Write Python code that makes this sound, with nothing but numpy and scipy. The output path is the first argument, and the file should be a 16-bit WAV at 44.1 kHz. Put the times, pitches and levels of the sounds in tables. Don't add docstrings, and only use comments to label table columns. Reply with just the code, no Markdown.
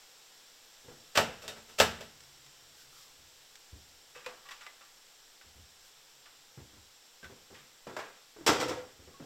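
import sys
import numpy as np
from scipy import signal
from scipy.fft import rfft, irfft, next_fast_len
from scipy.io import wavfile

SR = 44100
rng = np.random.default_rng(int(sys.argv[2]) if len(sys.argv) > 2 else 0)


def store_pcm(level_fs):
    pcm = np.round(np.clip(level_fs, -1, 1) * 32767).astype(np.int16)
    wavfile.write(sys.argv[1], SR, np.atleast_2d(pcm).T)


N = 407925
TIME = np.arange(N) / SR
AGE = np.arange(int(.55 * SR)) / SR
BANDS_HZ = 35 * 2 ** (np.arange(27) / 3)

# frequency in Hz, relative strength in dB per Hz.
HISS_TONE = [(20, 8.5), (35, -33), (100, -13), (210, -8.5), (380, -5), (500, 0.5), (600, -5), (780, -1.5),
             (1100, -5.5), (2400, -4), (3400, 2), (5500, 1), (9000, -1), (15000, -4)]
DRONE_TONE = [(20, -26), (45, -5.5), (80, -3), (115, -9), (142, 4.5), (175, -22), (300, -7.5), (1000, -26)]
KNOCK_TONE = [(40, -29), (90, -4), (200, -5), (330, 1), (500, 1.5), (750, -2), (1500, -6.5), (2600, -10.5),
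              (4000, -10), (8000, -14), (15000, -21)]
TOASTER_TONE = [(40, -13), (80, 8), (110, 1.5), (175, 2.5), (300, -5), (440, 4), (620, 2), (1000, -7),
                (1500, -2.5), (2150, -7), (2800, -1.5), (4200, -4.5), (7500, -7.5), (15000, -13)]
ELEMENT_TONE = [(300, -23), (1500, -3), (3200, 2), (6000, 5), (15000, -8)]
RUB_TONE = [(300, -17), (1200, -9), (4000, 12), (15000, 8)]
FLOOR_TONE = [(35, -33), (60, -1.5), (85, -0.5), (130, -19.5), (200, -15.5), (400, -21), (800, -36),
              (3000, -49), (15000, -64)]
CLICK_TONE = [(40, -32), (300, -16), (700, -5.5), (1250, -1.5), (2000, -1), (3300, -1.5), (5000, -6),
              (15000, -17)]
CLATTER_TONE = [(40, -31), (80, -7), (140, -9), (180, -11), (310, -2.5), (480, 1), (700, -3.5), (1300, -8),
                (1700, -9.5), (2700, -9), (5500, -8.5), (15000, -21.5)]

# pitch in Hz, level in dB, seconds to fade by 60 dB (called t60).
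KNOCK_NOTES = [(507, -20.5, 0.52), (905, -19.5, 0.2), (1630, -20.5, 0.4)]
TOASTER_NOTES = [(78, -21, 0.21), (227, -17.5, 0.46), (400, -32, 0.24), (426, -11, 0.17), (577, -7, 0.13),
                 (649, -12, 0.19), (739, -20.5, 0.3), (866, -18.5, 0.29), (923, -17, .2), (1124, -18, 0.13),
                 (1227, -21.5, 0.16), (1313, -16, 0.17), (1455, -22, 0.17), (1550, -17, 0.13),
                 (1732, -14, 0.16), (1950, -23, 0.2), (2347, -19, 0.14), (2660, -11, 0.085),
                 (2830, -17, 0.18), (3005, -19, .2), (3147, -19, 0.16), (3305, -21, 0.13),
                 (3700, -18, 0.24), (3746, -21.5, 0.2), (4270, -17, 0.253), (5685, -31, 0.31),
                 (6800, -37, 0.27)]
ELEMENT_NOTES = [(5570, -13, .15)]
FLOOR_NOTES = [(78, -6, .3)]
CLICK_NOTES = [(1185, -17, 0.22), (1950, -20, 0.13), (2680, -12.5, 0.077)]
CLATTER_NOTES = [(133, -28, 0.67), (306.5, -5.5, 0.14), (442, -6.5, 0.1), (488, -14, 0.43),
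                 (604, -32, 0.37), (777, -26, 0.45), (925, -20.5, 0.42), (1094, -17, 0.15),
                 (1270, -30, .18), (1330, -13.5, 0.11), (1350, -19.5, 0.21), (1740, -31, 0.15),
                 (2000, -35.5, 0.73), (2510, -32, 0.18), (3190, -29, 0.41), (3370, -14, 0.2)]

# pitch in Hz, level against the hiss in dB.
HISS_WHINES = [(5540, -15.5), (7400, -16.5)]
# start in seconds, level and bass in dB, ring pitch in Hz, ring level in dB.
PUT_DOWNS = [(.845, -63, 18, 400, 3), (.88, -53, 15, 483, 5), (4.16, -49, -20, 494, 2.5),
             (4.2626, -39, -16, 500, 2), (6.574, -57.5, 19, 135, 13), (7.229, -56.5, 14, 170, 3.5),
             (7.296, -53.5, 11, 394, 6), (7.502, -55.5, 16.5, 387.4, 4), (7.868, -39.5, 4, 485, -4),
             (7.9642, -30, -15.5, 618, -8), (8.362, -52, 2, 426, 4.5), (8.385, -62, 4, 338, 16.5),
             (8.408, -53.5, 12, 300, 6.5), (9.073, -55, 11.5, 374, 0), (9.197, -50, 20.5, 256, 0)]
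# time of the stop in seconds, its level and treble in dB,
# the scrape's head start in seconds, the scrape's level, bass and treble in dB.
LEVER_PUSHES = [(1.1736, -14, -6, .0205, -23, -20, -2.5), (1.8001, -13, -3.5, .0148, -30, -9.5, 8.5)]
# start in seconds, level and treble in dB, rise in seconds, ring pitch in Hz, ring level in dB.
TAPS = [(1.419, -49, 9, 0.0047, 498, -3), (1.479, -41, 8, 0.00033, 3700, 2),
        (1.683, -47.5, 7, 0.017, 448, -6), (2.007, -42, 0.5, 0.001, 496, -9)]
# start in seconds, level in dB.
STRETCHES = [(2.205, -50.5), (2.236, -53), (2.446, -59), (2.463, -52), (3.555, -48)]
# loudest moment in seconds, half length in seconds, level in dB, squeak in Hz.
RUB_STROKES = [(2.81, .045, -55, 1530), (2.998, 0.095, -54.5, 1243), (5.864, 0.044, -58.5, 1490)]
# start in seconds, level in dB, bass in dB.
FOOTFALLS = [(3.184, -65, 3), (3.722, -50, 2.5), (5.44, -62, 4), (5.552, -60, 10.5), (6.571, -50, -0.5),
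             (6.73, -46.5, -8), (7.234, -57, 3), (8.988, -43, -10)]
# start in seconds, level and treble in dB, rise in seconds,
# ring pitch in Hz, ring level in dB.
LIGHT_CLICKS = [(4.149, -36, 0, 0.015, 2600, -9.5), (4.244, -47, -6, .003, 2430, -5),
                (4.2614, -38, -2.5, 0.00018, 2480, -4), (4.452, -37, -5, 0.021, 1136, -11),
                (4.488, -45, 0.5, 0.00078, 1925, -7), (4.508, -38.5, 6.5, 0.0063, 1123, -9),
                (4.607, -37, 0, 0.014, 1410, -17), (4.665, -39.5, -10, .0002, 2026, -7.5),
                (4.808, -41.5, -13, 0.0068, 1343, -14), (5.411, -51.5, -3, .0016, 1500, -16),
                (6.255, -45.5, -2, 0.0075, 1485, -13), (7.228, -49.5, -3, 0.0028, 1580, 3),
                (7.242, -45, 3.5, 0.0037, 1510, -1.5), (7.54, -42, 6, 0.022, 1877, -16),
                (9.138, -51, -6, 0.018, 1106, 4.5)]
# start in seconds, level and bass in dB, level of its singing note in dB.
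BOUNCES = [(8.4633, -16, -4.5, -38), (8.545, -43, 9, -50), (8.600, -27.5, 5, -26), (8.681, -32.5, 0, -33),
           (8.768, -50, 8, -33.5)]
# delay in seconds, added level, bass and treble in dB, rise in seconds.
BOUNCE_CONTACTS = [(0, -8.5, 2.5, 8.5, 0.0017), (.011, -2.5, -5.5, -0.5, 0.00095), (.026, 1, 2, -14, .0012)]
# frequency in Hz, t60 in seconds.
ROOM_T60 = [(60, 0.59), (200, 0.55), (500, 0.49), (1300, 0.54), (3000, 0.49), (7000, 0.4), (15000, 0.34)]
# delay in seconds, level in dB.
NEAR_ECHOES = [(.0017, -37), (.0031, -22.5), (.0053, -29.5), (.0079, -18.5), (0.0116, -19)]
# frequency in Hz, boost or cut in dB.
MIC_TONE = [(700, 1), (1500, 3.5), (3500, -0.5), (4400, -2.5), (5500, 0.76), (6500, -4.5), (7600, 0.5),
            (8700, -8), (10700, -12.5), (12000, -7), (14500, -8), (16000, -13)]


def amp(db):
    return 10 ** (np.asarray(db) / 20)


def at_hz(table, hz):
    known_hz, values = np.transpose(table)
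    return np.interp(np.log(np.maximum(hz, 1)), np.log(known_hz), values)


def colour(x, tone):
    size = next_fast_len(len(x) + len(AGE))
    hz = np.arange(size // 2 + 1) * SR / size
    return irfft(rfft(x, size) * amp(at_hz(tone, hz)), size)[:len(x)]


def steady_noise(tone):
    noise = colour(rng.standard_normal(N), tone)
    return noise / noise.std()


def drift(rate_hz):
    hz = np.arange(N // 2 + 1) * SR / N
    wobble = irfft(rfft(rng.standard_normal(N)) / (1 + (hz / rate_hz) ** 2), N)
    return wobble / wobble.std()


def fade(t60):
    return np.exp(-np.log(1000) * AGE / np.maximum(t60, 1e-3))


def band_noise():
    edges_hz = np.outer(BANDS_HZ, 2 ** (np.array([-1, 1]) / 6))
    filters = [signal.butter(2, edges, "band", fs=SR, output="sos") for edges in edges_hz]
    white = rng.standard_normal((3, 2 * len(AGE)))
    bands = np.array([signal.sosfilt(sos, white[k % 3]) for k, sos in enumerate(filters)])
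    return bands / bands.std(axis=1, keepdims=True)


def tilt(hz, bass_db, treble_db, bass_hz=380, treble_hz=2600):
    return amp(bass_db / (1 + (hz / bass_hz) ** 2) + treble_db / (1 + (treble_hz / hz) ** 2))


def blows(hits, tone, notes, crack_t60, room_db, build_cycles, noise_db=0, snap_db=-8):
    out, noise = np.zeros(N + len(AGE)), band_noise()
    band_gain = amp(at_hz(tone, BANDS_HZ)) * np.sqrt(BANDS_HZ)
    band_gain *= amp(noise_db) / np.linalg.norm(band_gain)
    direct = fade(crack_t60) + amp(snap_db) * fade(0.01)
    room = amp(room_db) * fade(at_hz(ROOM_T60, BANDS_HZ)[:, None])
    build_up = np.tanh(np.outer(BANDS_HZ, AGE) / build_cycles) ** 2
    envelope = np.hypot(direct, room) * build_up
    strength = np.linalg.norm(envelope, axis=1)
    note_hz, note_db, note_t60 = np.transpose(notes)
    rings = np.sin(2 * np.pi * np.outer(note_hz, AGE)) * fade(note_t60[:, None])
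    rings[::2] *= -1
    offsets = rng.integers(0, len(AGE), len(hits))
    for (start_s, db, bass_db, treble_db, rise_s, *own_ring), offset in zip(hits, offsets):
        crack = noise[:, offset:offset + len(AGE)] * envelope
        even_out = strength / np.linalg.norm(crack, axis=1)
        sound = (band_gain * even_out * tilt(BANDS_HZ, bass_db, treble_db)) @ crack
        sound += (amp(note_db) * tilt(note_hz, bass_db, treble_db)) @ rings
        if own_ring:
            ring_hz, ring_db = own_ring
            sound += amp(ring_db) * np.sin(2 * np.pi * ring_hz * AGE) * fade(t60=.15)
        start = round(start_s * SR)
        out[start:start + len(AGE)] += amp(db) * sound * (1 - np.exp(-AGE / rise_s))
    return out[:N]


def hiss(level_db=-55, sink_db_per_s=0.2559):
    whines = sum(amp(db) * drift(rate_hz=55) * np.sin(2 * np.pi * hz * TIME) for hz, db in HISS_WHINES)
    return amp(level_db - sink_db_per_s * TIME) * (steady_noise(HISS_TONE) + whines)


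def drone(rest_db=-84, waver_db=4.5, stir_db=-55.5, sink_db_per_s=9.5):
    resting = amp(rest_db + waver_db * drift(rate_hz=0.75))
    stirred = sum((TIME > s) * amp(db + stir_db - sink_db_per_s * np.abs(TIME - s))
                  for s, db, *_ in LEVER_PUSHES + BOUNCES)
    return (resting + stirred) * steady_noise(DRONE_TONE)


def knocks(treble_db=-8.5, edge_rise_s=0.0023, settle_s=.022, settle_rise_s=0.0043):
    edges = [(s, db, bass, treble_db, edge_rise_s, *ring) for s, db, bass, *ring in PUT_DOWNS]
    settles = [(s + settle_s, db - 2, bass, treble_db, settle_rise_s) for s, db, bass, *_ in PUT_DOWNS]
    return blows(edges + settles, KNOCK_TONE, KNOCK_NOTES,
                 crack_t60=0.087, room_db=-8.5, build_cycles=0.17, noise_db=0.5, snap_db=-17)


def toaster_lever():
    hits = []
    for s, db, treble, scrape_s, scrape_db, *scrape_tilt in LEVER_PUSHES:
        grip = (s - scrape_s - 0.0052, scrape_db - 16, *scrape_tilt, 0.0032)
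        scrape = (s - scrape_s, scrape_db, *scrape_tilt, 0.0027)
        stop = (s, db, -7, treble, 0.00024)
        rebound = (s + .016, db - 21, 8, treble, .0008)
        hits += [grip, scrape, stop, rebound]
    taps = [(s, db, -3, treble, rise, *ring) for s, db, treble, rise, *ring in TAPS]
    jiggles = [(1.436 + k * .062, -40 - k, -2, -6, 0.0095) for k in range(3)]
    return blows(hits + taps + jiggles, TOASTER_TONE, TOASTER_NOTES,
                 crack_t60=0.18, room_db=-10.5, build_cycles=1.0, noise_db=-2.2, snap_db=4.5)


def heating_elements(rise_s=.00025):
    ticks = [(s, db, 0, 0, rise_s) for s, db in STRETCHES]
    return blows(ticks, ELEMENT_TONE, ELEMENT_NOTES,
                 crack_t60=0.034, room_db=-27, build_cycles=0.61, snap_db=-0.5)


def rubbing(squeak_db=-12.5, fall_hz_per_s=1240):
    out, swish = np.zeros(N), steady_noise(RUB_TONE)
    shake = amp(squeak_db) * drift(rate_hz=120)
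    for s, half_length, db, hz in RUB_STROKES:
        t = TIME - s
        squeak = shake * np.sin(2 * np.pi * (hz - fall_hz_per_s * t / 2) * t)
        swell = np.exp(-np.minimum((t / half_length) ** 2, 20))
        out += amp(db) * swell * (swish + squeak)
    return out


def footsteps(sole_s=0.029, sole_db=-1.5, rise_s=0.0043):
    heels = [(s, db, bass, 0, rise_s) for s, db, bass in FOOTFALLS]
    soles = [(s + sole_s, db + sole_db, bass, 0, rise_s) for s, db, bass in FOOTFALLS]
    return blows(heels + soles, FLOOR_TONE, FLOOR_NOTES,
                 crack_t60=0.14, room_db=-12, build_cycles=.7, noise_db=1.5)


def handling_clicks():
    clicks = [(s, db, 0, treble, rise, *ring) for s, db, treble, rise, *ring in LIGHT_CLICKS]
    return blows(clicks, CLICK_TONE, CLICK_NOTES,
                 crack_t60=0.062, room_db=-15, build_cycles=0.72, noise_db=-0.5, snap_db=0)


def clatter(note_hz=502, note_rise_s=0.01, note_t60=0.26):
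    hits, swell = [], np.zeros(N)
    for s, db, bass, note_db in BOUNCES:
        for delay, added_db, added_bass, treble, rise in BOUNCE_CONTACTS:
            hits.append((s + delay, db + added_db, bass + added_bass, treble, rise))
        age = np.maximum(TIME - s, 0)
        swell += amp(note_db) * np.tanh(age / note_rise_s) ** 2 * amp(-60 * age / note_t60)
    note = swell * np.sin(2 * np.pi * note_hz * TIME)
    return note + blows(hits, CLATTER_TONE, CLATTER_NOTES,
                        crack_t60=0.098, room_db=-7.5, build_cycles=0.76, noise_db=-1.1)


def early_echoes(x, lowest_hz=1100):
    bright = signal.sosfilt(signal.butter(2, lowest_hz, "high", fs=SR, output="sos"), x)
    return x + sum(amp(db) * np.interp(TIME - delay, TIME, bright, left=0) for delay, db in NEAR_ECHOES)


def scene():
    close = toaster_lever() + heating_elements() + clatter()
    moving_about = knocks() + handling_clicks() + footsteps() + rubbing()
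    return early_echoes(close + moving_about + hiss() + drone())[None]


def record(dry, cutoff_hz=15900):
    top_cut = signal.ellip(10, .1, 80, cutoff_hz, fs=SR, output="sos")
    return signal.sosfilt(top_cut, colour(dry[0], MIC_TONE))[None]


dry = scene()
out = record(dry)
store_pcm(out)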